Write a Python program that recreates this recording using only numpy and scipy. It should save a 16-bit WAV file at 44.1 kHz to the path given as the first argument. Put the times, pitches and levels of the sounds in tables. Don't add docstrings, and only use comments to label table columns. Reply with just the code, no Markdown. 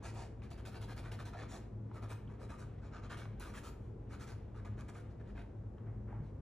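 import sys
import numpy as np
from scipy import signal
from scipy.fft import rfft, irfft
from scipy.io import wavfile

SR = 44100
rng = np.random.default_rng(int(sys.argv[2]) if len(sys.argv) > 2 else 0)


def inscribe(sig):
    pcm = np.round(np.clip(np.atleast_2d(sig).T, -1, 1) * 32767)
    wavfile.write(sys.argv[1], SR, pcm.astype(np.int16))


N = 282681
HZ = np.maximum(np.arange(N // 2 + 1) * SR / N, 1)
TIME = np.arange(N) / SR

# t/s, length/s, level/dB, landing (0 glides in .. 1 drops on), sheet rasp/dB
STROKES = [(0.027, 0.1, -48.5, 0.4, -3), (0.122, .16, -51.5, 0.095, -3.5), (0.42, 0.062, -63, 0.43, 1),
           (0.504, 0.052, -55.5, 0.85, -6.5), (0.576, 0.055, -62.5, 0.82, 1.5),
           (0.651, 0.057, -53.5, 0.58, -2.5), (0.712, 0.086, -59, 0.17, 0.5), (0.808, 0.059, -55, 0.61, -4),
           (0.875, 0.073, -56, 0.21, 1), (0.964, 0.057, -53.5, 0.52, -4), (1.029, 0.082, -59.5, 0.39, 4),
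           (1.115, 0.051, -52.5, 0.85, -1), (1.183, 0.058, -55, 0.32, 0.5), (1.252, 0.061, -53, 0.81, -2),
           (1.328, 0.041, -60, 0.57, 3), (1.359, 0.11, -54.5, 0.37, 0), (1.479, 0.12, -50.5, 0.12, -3.5),
           (1.934, 0.074, -58, 0.51, -1.5), (2.021, 0.059, -56.5, 0.89, -2), (2.085, 0.064, -50.5, 0.2, -4),
           (2.289, 0.085, -66.5, 0.64, 1), (2.393, 0.076, -55, 0.18, -6.5), (2.493, 0.084, -53, 0.88, -2),
           (2.576, 0.074, -51.5, 0.32, -9.5), (2.808, 0.1, -62, .1, -4.5), (2.911, 0.099, -57, 0.11, 1.5),
           (3.018, 0.068, -59, 0.27, 0), (3.096, 0.07, -52.5, 0.54, 5), (3.17, 0.096, -54.5, 1, -1),
           (3.398, 0.097, -51, 1, -1), (3.458, 0.074, -56.5, .5, -2.5), (3.525, 0.086, -51, 0.061, -0.5),
           (3.633, 0.075, -51, 0.45, -3), (3.779, .15, -74, 0.18, -5), (4.089, 0.084, -57, 0.024, 1),
           (4.192, 0.071, -52.5, 0.29, -1), (4.269, 0.086, -55, 0.7, -1), (4.545, 0.077, -63.5, .49, 0.5),
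           (4.648, 0.051, -57.5, 0.86, -0.5), (4.765, 0.067, -55.5, 0.043, -1.5),
           (4.88, 0.033, -51.5, 0.29, 2.5), (4.934, 0.1, -54.5, 0.56, -1.5),
           (5.091, 0.044, -67.5, 0.12, -13), (5.195, 0.029, -70, .25, 2.5), (5.251, 0.088, -67.5, 0.27, -5),
           (5.345, 0.097, -61, 0.18, -2.5), (6.199, .12, -72, 0.056, -12)]
FIRM_DB = -49.5


def from_db(db):
    return 10 ** (np.asarray(db) / 20)


def unit_rms(x):
    return x / np.sqrt(np.mean(x ** 2) + 1e-20)


def at_hz(points, hz):
    f, value = np.transpose(points)
    return np.interp(np.log(hz), np.log(f), value)


def at_time(rows, t_s):
    times, *columns = np.transpose(rows)
    return [np.interp(t_s, times, column) for column in columns]


def colour(spectrum, modes, hz):
    lift = 1 + sum((from_db(db) ** 2 - 1) / (1 + (2 * (hz - f) / width) ** 2) ** 2
                   for f, width, db in modes)
    return unit_rms(from_db(at_hz(spectrum, hz)) * np.sqrt(np.abs(lift)))


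def bell(hz, centre_hz, sigma_oct):
    return np.exp(-.5 * (np.log2(hz / centre_hz) / sigma_oct) ** 2)


def drift(rate_hz, size):
    steps = np.arange(size) * rate_hz / SR
    return np.interp(steps, np.arange(4096), rng.standard_normal(4096))


def minimum_phase(db):
    cepstrum = irfft(np.log(from_db(db)))
    half = len(cepstrum) // 2
    return np.exp(rfft(cepstrum * np.r_[1, np.full(half - 1, 2), 1, np.zeros(half - 1)]))


def add(track, start_s, sound):
    i = max(0, int(start_s * SR))
    track[i:i + len(sound)] += sound[:N - i]


def diffuse(pair):
    # f/Hz, correlation
    likeness = [(60, .999), (130, .995), (280, .93), (550, .35), (1100, .4), (1600, .9), (3000, .6),
                (8000, .15), (11500, .5), (14200, .98)]
    alike = at_hz(likeness, HZ)
    mid = np.sqrt((1 + alike) / 2) * pair[0]
    side = np.sqrt((1 - alike) / 2) * pair[1]
    return np.array([mid + side, mid - side])


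def ventilation(level_db=-46.5):
    # f/Hz, relative density/dB
    spectrum = [(30, -29), (42, -1.5), (80, -1), (125, -9.5), (300, -10.5), (450, -12.5), (600, -19.5),
                (1000, -27), (2000, -42.5), (4200, -55), (6600, -55), (10000, -63), (15000, -80.5)]
    # f/Hz, width/Hz, lift/dB
    modes = [(49.3, 4.9, 11.5), (67.2, 6.3, 9), (99.9, 4.9, 16.5), (110.1, 5.53, 22.5), (125.1, 6, 10),
             (144.3, 11.8, 11), (202.1, 6.5, 11.5), (227.2, 8.7, 8.5)]
    # f/Hz, left minus right/dB
    balance = [(40, .1), (110, .7), (300, 3.5), (900, 2)]
    air = diffuse(rfft(rng.standard_normal((2, N)))) * colour(spectrum, modes, HZ)
    sides = from_db(at_hz(balance, HZ) * np.array([[1], [-1]]) / 2)
    return from_db(level_db) * unit_rms(irfft(air * sides, N))


def room(dry, gap_s=0.0058, tail_db=-5, t60_s=0.46, treble_t60_s=0.31, treble_hz=4000):
    # f/Hz, phase/rad
    port_phase = [(100, 0), (520, -.95), (1300, -.1), (1950, .1), (2600, 1.2), (3700, .3), (4450, 1.15),
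                  (4800, 2.3), (5220, 6.2), (7100, 7.5), (10000, 8.33), (14000, 9.4)]
    echoes = rng.standard_normal((2, N)) * (TIME > gap_s)
    slow, fast = [echoes * from_db(-60 * np.minimum(TIME / t60, 2)) for t60 in (t60_s, treble_t60_s)]
    treble = HZ ** 2 / (HZ ** 2 + treble_hz ** 2)
    tail = diffuse(rfft(slow) * (1 - treble) + rfft(fast) * treble) / np.sqrt(np.sum(slow[0] ** 2))
    ports = np.exp(1j * at_hz(port_phase, HZ) * np.array([[0], [-1]]))
    return irfft(rfft(dry) * (1 + from_db(tail_db) * tail) * ports, N)


def rub(pressure, spectrum, uneven_db):
    hiss = irfft(rfft(rng.standard_normal(N)) * colour(spectrum, [], HZ), N)
    return hiss * pressure * from_db(uneven_db * drift(62, N))


def heel(attack_s=0.018):
    # f/Hz, relative density/dB
    spectrum = [(200, 6), (600, 0.5), (1000, -1), (1500, -2.5), (2100, -8), (2900, -22.5), (4500, -40)]
    # t/s, level/dB, decay/s
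    sweeps = [(5.765, -64.5, 0.055), (5.855, -62.5, .065), (6.069, -59, 0.081), (6.135, -66, 0.063)]
    pressure = np.zeros(N)
    for start_s, db, decay_s in sweeps:
        push = np.clip((TIME - start_s) / attack_s, 0, 1)
        pressure += from_db(db) * push * np.exp(-np.maximum(TIME - start_s - attack_s, 0) / decay_s)
    return rub(pressure, spectrum, uneven_db=1.0)


def fingers(level_db=-66.5, follow=0.71, lag_s=0.067, spread_s=0.082):
    # f/Hz, relative density/dB
    spectrum = [(200, 11.5), (600, -4), (1400, -1), (2300, -4.5), (3500, -11.5), (7000, -29), (12000, -40)]
    power = np.zeros(N)
    for start_s, _, db, _, _ in STROKES:
        swell = np.exp(-.5 * ((TIME - start_s - lag_s) / spread_s) ** 2)
        power += from_db(level_db + follow * (db - FIRM_DB)) ** 2 * swell
    return rub(np.sqrt(power), spectrum, uneven_db=3.5)


def taps(scrape=2.3, min_decay_s=0.0018, size=4096):
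    # t/s, level/dB, f/Hz, width/oct
    impacts = [(.024, -51, 720, 1.1), (.148, -59, 12500, .7), (.42, -54, 1200, 1.2),
               (.815, -54.5, 12000, .7), (.965, -57, 12500, .7), (1.119, -59, 12500, .7),
               (1.255, -63, 12000, .9), (1.337, -49.5, 1090, 1.2), (1.348, -45, 690, 0.26),
               (1.432, -49, 1260, 0.32), (1.914, -50, 900, 0.73), (2.275, -64.5, 3030, 0.19),
               (2.491, -68, 10000, 1), (3.175, -60, 10000, .8), (3.255, -48, 980, 1.2),
               (3.398, -50, 10700, 0.76), (4.65, -66, 6500, 1.8), (4.809, -59, 4000, 2.6),
               (5.783, -65.5, 2100, 1.2), (6.127, -47, 700, 0.64), (6.201, -40, 92, 1.2)]
    out, t = np.zeros(N), np.arange(size) / SR
    for start_s, db, hz, width_oct in impacts:
        low_hz, high_hz = hz * 2 ** (-width_oct / 2), hz * 2 ** (width_oct / 2)
        fade = np.exp(-t / (min_decay_s + 0.79 / (high_hz - low_hz)))
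        burst = (t == 0) + scrape * rng.standard_normal(size) * fade / np.sqrt(np.sum(fade ** 2))
        band = signal.butter(2, [low_hz, high_hz], "band", fs=SR, output="sos")
        tap = unit_rms(signal.sosfilt(band, burst))
        add(out, start_s, from_db(db) * tap * np.sqrt(np.mean(fade ** 2)))
    return out


def tooth(speed, peak_rate_hz, spread_db, hiss, uneven_db):
    size = len(speed)
    caught = rng.random(size) < peak_rate_hz * (.3 + .7 * speed) / SR
    signs = rng.choice([-1, 1], size)
    snaps = caught * signs * from_db(spread_db * np.minimum(rng.exponential(1, size), 3.5))
    friction = unit_rms(snaps) + hiss * rng.standard_normal(size)
    force = friction * speed * from_db(uneven_db * drift(260, size))
    return force * np.sqrt(np.sum(speed ** 2) / np.sum(force ** 2))


def nib_speed(t, length_s, landing):
    rise_s = length_s * np.interp(landing, [0, 1], [0.6, 0.068])
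    return np.sin(np.pi / 2 * np.interp(t, [0, rise_s, length_s], [0.51 * landing, 1, 0]))


def touchdown(t, hz, click=5, decay_s=0.0016):
    tick = click * (t == 0) + rng.standard_normal(len(t)) * np.exp(-t / decay_s)
    return rfft(tick) * minimum_phase(-8 + 8 * bell(hz, 850, 1))


def nib_colour_db(hz, start_s, level_db, light_db=-57):
    # t/s, tilt/(dB/oct), bite/dB, sheen/dB
    angle = [(.1, -0.1, -5, -12.5), (.7, -1, 3.5, 4.5), (1.25, -1.05, 0.5, -2), (1.36, -1, -0.5, -9),
             (1.48, 0.1, -4, -8), (1.95, -1.4, -2.5, 0.5), (2.57, -1.1, -9.5, -9.5),
             (2.95, -1.1, -1.5, -15), (3.12, 0.4, 0, -4.5), (3.42, 0.5, -4, -3), (4.27, 1, -2.5, -5.5),
             (4.62, -1.5, -5.5, -6), (4.93, 0.3, -11, -11), (5.2, -2.9, 0.5, -3)]
    angle_tilt, bite_db, sheen_db = at_time(angle, start_s)
    pressure_tilt = -3 + 0.3 * (max(level_db, light_db) - FIRM_DB)
    octaves = np.log2(np.clip(hz, 700, 11000) / 3000)
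    bite = bell(hz, 3860, 0.55)
    sheen = bell(np.minimum(hz, 12000), 12000, 0.34)
    return (pressure_tilt + angle_tilt) * octaves + bite_db * bite + sheen_db * sheen


def pen(snag_share=0.41, spot_step_hz=150.3, release_s=0.02, size=8192):
    # f/Hz, relative density/dB
    scratch = [(150, -13.5), (350, -8), (650, -9.5), (1050, -12.5), (1600, -5.5), (2000, -9.5), (3000, -9),
               (4200, -7.5), (5500, -10), (7200, -11), (8500, -10), (10000, -8), (11300, -9), (13300, -7.5),
               (15500, -8)]
    # f/Hz, width/Hz, lift/dB
    modes = [(671, 39, 5), (943, 87, 7.5), (1234, 420, 6.5), (1704, 58, 3), (2390, 380, 5),
             (3980, 140, 2.5), (6180, 130, 4), (7140, 250, 5.5), (10000, 360, 3.5)]
    # t/s, f/Hz, lift/dB
    hollow = [(.6, 760, 3.5), (1.35, 735, 6), (1.95, 920, 1), (2.6, 1330, 5), (3.5, 1080, 2.5),
              (4.2, 1700, 2), (4.93, 1190, -3), (5.3, 2100, 5.5)]
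    out, t = np.zeros(N), np.arange(size) / SR
    hz = np.maximum(np.arange(size // 2 + 1) * SR / size, 1)
    body_db = 20 * np.log10(colour(scratch, modes, hz))
    rasp = bell(hz, 1580, 0.66)
    snagged = snag_share * rasp
    spot_spread_db = 4 * np.clip(hz / 1070, 0, 1)
    release = np.clip((t[-1] - t) / release_s, 0, 1) ** 2
    for start_s, length_s, db, landing, rasp_db in STROKES:
        speed = nib_speed(t, length_s, landing)
        grain = tooth(speed, peak_rate_hz=1700, spread_db=0.8, hiss=0.56, uneven_db=0.1)
        snags = tooth(speed, peak_rate_hz=220, spread_db=2.5, hiss=0.12, uneven_db=2.3)
        friction = rfft(grain) * np.sqrt(1 - snagged) + rfft(snags) * np.sqrt(snagged)
        drive = irfft(friction + landing ** 2 * touchdown(t, hz))
        note_hz, note_db = at_time(hollow, start_s)
        sheet_db = body_db + note_db * bell(hz, note_hz, 0.2) + rasp_db * rasp
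        stroke_db = db + nib_colour_db(hz, start_s, db) + sheet_db
        travelled = np.sin(np.pi / 2 * np.cumsum(speed ** 2) / np.sum(speed ** 2)) ** 2
        for share in (1 - travelled, travelled):
            ripple = np.interp(hz / spot_step_hz, np.arange(size), rng.standard_normal(size))
            response = minimum_phase(stroke_db + spot_spread_db * ripple)
            add(out, start_s, release * irfft(rfft(drive * share) * response))
    return out


def scene():
    return room(pen() + taps() + fingers() + heel()) + ventilation()


def record(dry):
    fade_s, cutoff_hz = 0.004, 15750
    fade = np.clip(np.minimum(TIME, TIME[-1] - TIME) / fade_s, 0, 1)
    return signal.sosfilt(signal.ellip(12, .1, 80, cutoff_hz, fs=SR, output="sos"), dry * fade)


dry = scene()
out = record(dry)
inscribe(out)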